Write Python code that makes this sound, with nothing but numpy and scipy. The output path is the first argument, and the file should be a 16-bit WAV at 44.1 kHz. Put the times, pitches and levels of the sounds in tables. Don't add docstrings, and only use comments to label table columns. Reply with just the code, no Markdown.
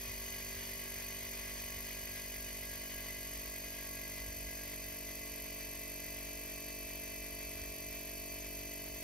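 import sys
import numpy as np
from scipy import signal
from scipy.fft import rfft, irfft, next_fast_len
from scipy.io import wavfile
from scipy.ndimage import uniform_filter1d, map_coordinates

SR = 44100
rng = np.random.default_rng(int(sys.argv[2]) if len(sys.argv) > 2 else 0)


def digitize_waveform(pressure):
    field = np.atleast_2d(pressure).T
    bounded = np.clip(field, -1, 1)
    quanta = np.round(bounded * 32767).astype(np.int16)
    wavfile.write(sys.argv[1], SR, quanta)


N = 398223
TIME = np.arange(N) / SR
SIZE = next_fast_len(N + 8192, real=True)
FREQ = np.maximum(np.arange(SIZE // 2 + 1) * SR / SIZE, 1)
FREE_HZ = 48.615


def undb(db):
    return 10 ** (np.asarray(db) / 20)


def across(points):
    hz, value = np.transpose(points)
    return np.interp(np.log(FREQ), np.log(hz), value)


def unit(x):
    return x / np.sqrt(np.mean(x ** 2))


def wander(rate_hz):
    hold = int(SR / rate_hz)
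    steps = np.repeat(rng.standard_normal(N // hold + 1), hold)
    return unit(uniform_filter1d(steps, hold)[:N])


def ringing_filter(db):
    cepstrum = irfft(np.log(undb(db)), SIZE)
    cepstrum[1:SIZE // 2] *= 2
    cepstrum[SIZE // 2 + 1:] = 0
    return np.exp(rfft(cepstrum))


def body(colour, rings=()):
    peaks = sum((undb(db) ** 2 - 1) / (1 + (2 * (FREQ - hz) / width) ** 2) for hz, width, db in rings)
    return ringing_filter(across(colour) + 10 * np.log10(1 + peaks))


def opening(crank, position, half_length):
    distance = (crank - position + .5) % 1 - .5
    return np.exp(-(distance / half_length) ** 2)


# (frequency [Hz], lead [radians])
LEFT_LEAD = [(50, 0), (300, 0.42), (550, -1.56), (680, -0.84), (800, -3.5), (1000, 0.27), (2300, 0.11),
             (3600, 1.87), (4400, 0.5), (4900, 0.43), (6200, 1.61), (7000, 3), (8000, 3.5), (9000, 4),
             (9800, 8), (11600, 6.5), (12500, 8.5), (13200, 5), (14300, 8), (15000, 10)]

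def stereo(spectrum):
    return irfft(spectrum * np.exp(np.array([[.5j], [-.5j]]) * across(LEFT_LEAD)), SIZE)[:, :N]


# (frequency [Hz], likeness [0-1])
SIDE_LIKENESS = [(100, 0.93), (400, 0.4), (1100, 0.04), (2000, 1), (3200, 0), (5500, 0.91), (7200, 1),
                 (8500, 1), (15000, 0.98)]

def shed_noise(noise, response):
    direct, walls = rfft(noise, SIZE)
    alike = np.clip(across(SIDE_LIKENESS), 0, 1)
    both = direct * np.sqrt(1 + alike) + np.array([[1], [-1]]) * walls * np.sqrt(1 - alike)
    return stereo(both * response * np.sqrt(SR) / 2)


def turbulence(crank, repeat):
    one_turn = rng.standard_normal(int(SR / FREE_HZ))
    looped = unit(map_coordinates(one_turn, [crank * len(one_turn)], order=3, mode="grid-wrap"))
    share = repeat / (1 + (2500 / FREQ) ** 6)
    fresh = rng.standard_normal((2, N))
    spectrum = np.sqrt(share) * rfft(looped, SIZE) + np.sqrt(1 - share) * rfft(fresh, SIZE)
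    return irfft(spectrum, SIZE)[:, :N]


# (frequency [Hz], level [dB per Hz])
WHIR_COLOUR = [(25, -98), (110, -88.5), (215, -96.5), (320, -91.5), (660, -92), (800, -103), (1500, -115)]

def whir():
    return shed_noise(rng.standard_normal((2, N)), body(WHIR_COLOUR))


# (time [s], level [dB])
BOTTLE_TICKS = [(4.581, -50), (7.617, -40)]

def ticks(decay_s=0.0017):
    envelope = sum(undb(db) * (TIME >= at) * np.exp(-np.abs(TIME - at) / decay_s)
                   for at, db in BOTTLE_TICKS)
    plastic = body([(800, -11), (3000, -20), (5500, -7), (9000, -6), (15000, -18)])
    plastic /= np.sqrt(np.mean(np.abs(plastic) ** 2) * SR / 2)
    return shed_noise(envelope * rng.standard_normal((2, N)), plastic)


# (time [s], half length [s], boost [dB])
CASING_LURCHES = [(0.1, .14, 3), (2.3, .45, 1.5), (4.3, 0.2, 6), (7.6, 0.32, 3), (8.92, .06, 2)]

def lurch_db():
    return sum(db * np.exp(-((TIME - at) / length) ** 2) for at, length, db in CASING_LURCHES)


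# (frequency [Hz], relative level [dB])
SHUDDER_TONE = [(18, -67), (34, -20), (43, -9.5), (57, 3.5), (68, -8), (88, -4), (112, -28.5), (170, -20),
                (300, -59)]

def shudder(steady_db=-63):
    rumble = shed_noise(rng.standard_normal((2, N)), body(SHUDDER_TONE))
    return unit(rumble) * undb(steady_db + lurch_db())


# (time [s], rough peak level [dB])
BENCH_BUMPS = [(0.079, -46), (0.268, -48), (0.552, -46), (0.955, -58), (1.251, -46), (1.759, -49),
               (2.024, -50), (2.32, -54), (2.56, -54), (2.64, -51), (4.277, -56), (4.343, -47),
               (4.473, -59), (5.296, -53), (6.147, -59), (6.994, -55), (7.428, -54), (7.607, -45),
               (8.28, -51), (8.868, -52)]

def bumps(pitch_hz=74, rise_s=0.01, detune=0.18):
    out = np.zeros(N)
    for (at, db), chance in zip(BENCH_BUMPS, rng.standard_normal(len(BENCH_BUMPS))):
        age = np.maximum(TIME - at, 0)
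        envelope = undb(db) * age / rise_s * np.exp(1 - age / rise_s)
        out += envelope * np.sin(2 * np.pi * pitch_hz * (1 + detune * chance) * age)
    return signal.sosfilt(signal.butter(2, 40, "high", fs=SR, output="sos"), out)


# (frequency [Hz], base level [dB per Hz])
RUSH_COLOUR = [(200, -115), (600, -101), (770, -96), (1000, -93), (1350, -100), (1800, -91), (2400, -88.5),
               (2750, -94), (4000, -94.5), (6000, -100), (15500, -114)]
# (pitch [Hz], width [Hz], boost [dB])
PIPE_RINGS = [(1112, 30, 4), (1648, 16, 4), (2010, 110, 7), (2495, 50, 4), (2950, 50, 7), (3235, 35, 6),
              (3316, 24, 9)]

def rush(crank, load, fade_db=-4.0, throb=0.08, flicker_db=1.47):
    pulse = unit(1 + throb * opening(crank, 0.66, 0.034))
    flow = pulse * undb(fade_db * (load - .5) + flicker_db * wander(40))
    return shed_noise(flow * turbulence(crank, repeat=0.13), body(RUSH_COLOUR, PIPE_RINGS))


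# (frequency [Hz], base level [dB per Hz])
SIZZLE_COLOUR = [(1500, -112), (3000, -103), (4100, -100), (4700, -91.5), (5500, -94.5), (6400, -91),
                 (7000, -86.5), (7700, -104), (8350, -79.5), (9200, -106.5), (10000, -92.5), (11100, -92),
                 (11500, -87), (12200, -88), (12700, -88), (13400, -107), (14300, -96), (14850, -78.5),
                 (15500, -88)]
# (pitch [Hz], width [Hz], boost [dB])
CASING_RINGS = [(3715, 45, 11), (4107, 16, 10), (4368, 22, 13), (4445, 20, 7), (4484, 18, 14.5),
                (4540, 35, 8), (4630, 28, 9), (4705, 35, 5), (4785, 15, 7), (4830, 15, 7), (4990, 12, 7),
                (5022, 12, 7), (5218, 15, 7), (5330, 35, 10), (5700, 15, 6), (5889, 16, 9), (6090, 15, 5),
                (6182, 28, 14.5), (6270, 15, 6), (6388, 26, 13), (6582, 20, 7)]

def sizzle(crank, load, fade_db=-2.0, throb=0.35):
    leak = unit(1 + throb * opening(crank, 0.73, 0.13)) * undb(fade_db * (load - .5))
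    return shed_noise(leak * turbulence(crank, repeat=0.15), body(SIZZLE_COLOUR, CASING_RINGS))


# (frequency [Hz], relative level [dB])
RASP_COLOUR = [(1200, -30.5), (1750, -16.5), (2040, -4.5), (2200, -4.5), (2480, -1), (2750, -17.5),
               (4000, -26.5)]

def rasp(crank, load, gain_db=-85.0, scatter_db=1.8, fade_db=-8):
    pulse = unit(opening(crank, 0.653, 0.14) * undb(scatter_db * wander(48)))
    envelope = pulse * undb(gain_db + fade_db * load)
    return shed_noise(envelope * rng.standard_normal((2, N)), body(RASP_COLOUR))


# (pitch [Hz], width [Hz])
LOOSE_PARTS = [(1112, 10), (1648, 8), (2030, 22), (2495, 28), (2940, 10), (2968, 9)]
# (loose level [dB], tight level [dB], load that tightens it [0-1])
TIGHTENING = [(-69.5, -90, 1), (-69.5, -81, 0.8), (-61.5, -67, 0.78), (-63, -84, 0.83), (-66.5, -70.5, 0.4),
              (-66.5, -69.5, 0.54)]
# (time [s], half length [s], boost [dB], its pitch [Hz])
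CHATTER_BOUTS = [(0.32, .09, 7, 2968), (0.4, 0.09, 6, 1648), (0.88, .1, 5, 2030), (0.91, 0.071, 8, 1648),
                 (1.72, .08, 5, 2968), (2.21, 0.087, 4, 1648), (2.5, .07, 4, 2940), (2.83, 0.064, 8, 1648),
                 (2.94, .08, 8, 2968), (3.11, 0.1, 6.5, 2030), (3.81, .1, 10, 1648), (4.486, .06, 6, 2030),
                 (4.6, 0.062, 12, 1648), (7.207, 0.076, 9, 2030)]

def chatter(crank, load, scatter_db=2.1, waver_db=0.6, jitter_s=0.00021, tighten_range=0.048):
    strokes = np.flatnonzero(np.diff(np.floor(crank + .5)))[:-1]
    out = 0
    for (hz, width), (loose_db, tight_db, tight_load) in zip(LOOSE_PARTS, TIGHTENING):
        late, force = rng.standard_normal((len(strokes), 2)).T
        hits = np.clip(strokes + (late * jitter_s * SR).astype(int), 0, N - 1)
        knocks = np.zeros(N)
        knocks[hits] = undb(scatter_db * force)
        knocks *= undb(waver_db * wander(6.6))
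        ring = 1 / (1 + 1j * (FREQ / hz - hz / FREQ) * hz / width)
        looseness = (1 - np.tanh((load - tight_load) / tighten_range / 2)) / 2
        bout_db = sum(db * np.exp(-((TIME - at) / length) ** 2)
                      for at, length, db, part_hz in CHATTER_BOUTS if part_hz == hz)
        level_db = tight_db + (loose_db - tight_db) * looseness + bout_db
        out += undb(level_db) * unit(stereo(rfft(knocks, SIZE) * ring))
    return out


# (pitch [Hz], width [Hz])
SINGING_RINGS = [(1647, 4), (2030, 6), (2364.5, 6), (2605.5, 7)]
SINGING_LEVELS = [-65.5, -64.5, -59, -58]

def singing(crank, speed, unsteadiness=(.4, .6, .09, .09)):
    out = 0
    for (hz, width), db, shake in zip(SINGING_RINGS, SINGING_LEVELS, unsteadiness):
        overtone = np.round(hz / speed.mean())
        waver = (1 + shake * (wander(16) + 1j * wander(16))) / np.sqrt(1 + 2 * shake ** 2)
        ring = waver / (1 + 2j * (overtone * speed - hz) / width)
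        out += np.sqrt(2) * undb(db) * np.real(ring * np.exp(2j * np.pi * overtone * crank))
    return stereo(rfft(out, SIZE))


# (frequency [Hz], base level [dB per Hz])
SPIT_COLOUR = [(3000, -108), (5500, -96.5), (6200, -88), (7000, -91.5), (8100, -84), (9200, -99),
               (9900, -107), (10400, -89), (11050, -85), (11700, -83.5), (12350, -83.5), (12650, -90),
               (13300, -97), (13750, -82), (14200, -94), (14850, -82.5), (15600, -88)]
# (pitch [Hz], width [Hz], boost [dB])
PLATE_RINGS = [(7990, 230, 10), (8350, 240, 8), (11310, 70, 12), (11440, 90, 13.5), (11730, 120, 9),
               (12000, 170, 10), (12290, 220, 6), (14560, 200, 8), (14868, 110, 12), (15090, 130, 7)]
# (position [turns], half length [turns], gain [dB], brightness [dB per octave])
VALVE_OPENINGS = [(0.765, 0.045, -3, -1.5), (0.895, 0.049, -2, 6), (0.995, 0.06, -8, 6)]

def valve(crank, scatter_db=0.9, jitter_turns=.004):
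    turn = np.floor(crank + .6).astype(int)
    octaves = np.log2(np.maximum(FREQ, 4000) / 11500)
    spits = 0
    for position, half_length, db, brightness in VALVE_OPENINGS:
        force, late = rng.standard_normal((turn[-1] + 1, 2))[turn].T
        flow = opening(crank, position + jitter_turns * late, half_length) * undb(db + scatter_db * force)
        spits += rfft(flow * turbulence(crank, repeat=0.24), SIZE) * undb(brightness * octaves)
    return shed_noise(irfft(spits, SIZE)[:, :N], body(SPIT_COLOUR, PLATE_RINGS))


# (multiple of motor speed, no-load level [dB], full-load level [dB], left minus right [dB])
HUM_OVERTONES = [(1, -55, -55.7, 0), (2, -63.2, -65.5, 0), (3, -66.2, -65.3, 0), (4, -66.8, -64.5, 0),
                 (5, -60, -62.8, -1), (6, -75, -58.7, 3), (7, -71, -62.9, 7), (8, -60, -60.7, -2),
                 (9, -69.7, -60.7, -2), (10, -67.2, -81, -1), (11, -75.5, -70.3, 2), (12, -63.9, -64.4, 0),
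                 (13, -64.4, -58.3, -11), (14, -64.8, -62, -2), (15, -77.4, -73.0, 1), (16, -80, -83, 0),
                 (17, -73.8, -77.5, 7), (18, -76.5, -79, 0), (19, -71.8, -73.4, 1), (20, -74.8, -81.5, 0),
                 (21, -76.3, -74, 2), (23, -70.3, -83, 2), (24, -82, -92, 0), (26, -90, -88, 0)]

def hum(crank, pressure, load, waver_db=0.44, low_waver_db=1.0, strain_db=3.5, release_turns=.54):
    rows = np.array(HUM_OVERTONES)
    hz = rows[:, 0] * FREE_HZ
    casing = body(np.c_[hz, rows[:, 1:3].mean(axis=1)])
    casing_phases = np.interp(hz, FREQ, np.angle(casing))
    out = 0
    for (k, idle_db, loaded_db, pan_db), casing_phase in zip(rows, casing_phases):
        size = undb(idle_db) * (1 - load) + undb(loaded_db) * load
        if k <= 2:
            size *= undb(low_waver_db * wander(14) + 0.8 * lurch_db())
        else:
            size *= undb(waver_db * wander(14))
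        if k == 8:
            size *= 1 - 0.75 * np.exp(-((pressure - .32) / 0.19) ** 2)
        if k == 14:
            size *= undb(strain_db * load ** 8)
        purr_phase = 2.3 * max(7.5 - k, 0) ** 2
        early_turns = .065 * load if k <= 5 else 0
        phase = 2 * np.pi * k * (crank - release_turns + early_turns) + casing_phase - purr_phase
        pan = unit(undb(np.array([[pan_db], [-pan_db]]) / 2))
        out += np.sqrt(2) * size * np.cos(phase) * pan
    return stereo(rfft(out, SIZE))


def scene(fill_s=13.5, slowdown_hz=0.87, load_knee=0.28):
    pressure = 1 - np.exp(-TIME / fill_s)
    speed = FREE_HZ - slowdown_hz * pressure
    load = 1 - np.exp(-(pressure / load_knee) ** 2)
    crank = np.cumsum(speed) / SR
    machine = hum(crank, pressure, load) + singing(crank, speed)
    shaking = chatter(crank, load) + rasp(crank, load) + shudder() + bumps()
    air = whir() + rush(crank, load) + sizzle(crank, load) + valve(crank)
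    return machine + shaking + air + ticks()


def record(dry, top_hz=15650):
    return signal.sosfilt(signal.ellip(10, .2, 70, top_hz, fs=SR, output="sos"), dry)


dry = scene()
out = record(dry)
digitize_waveform(out)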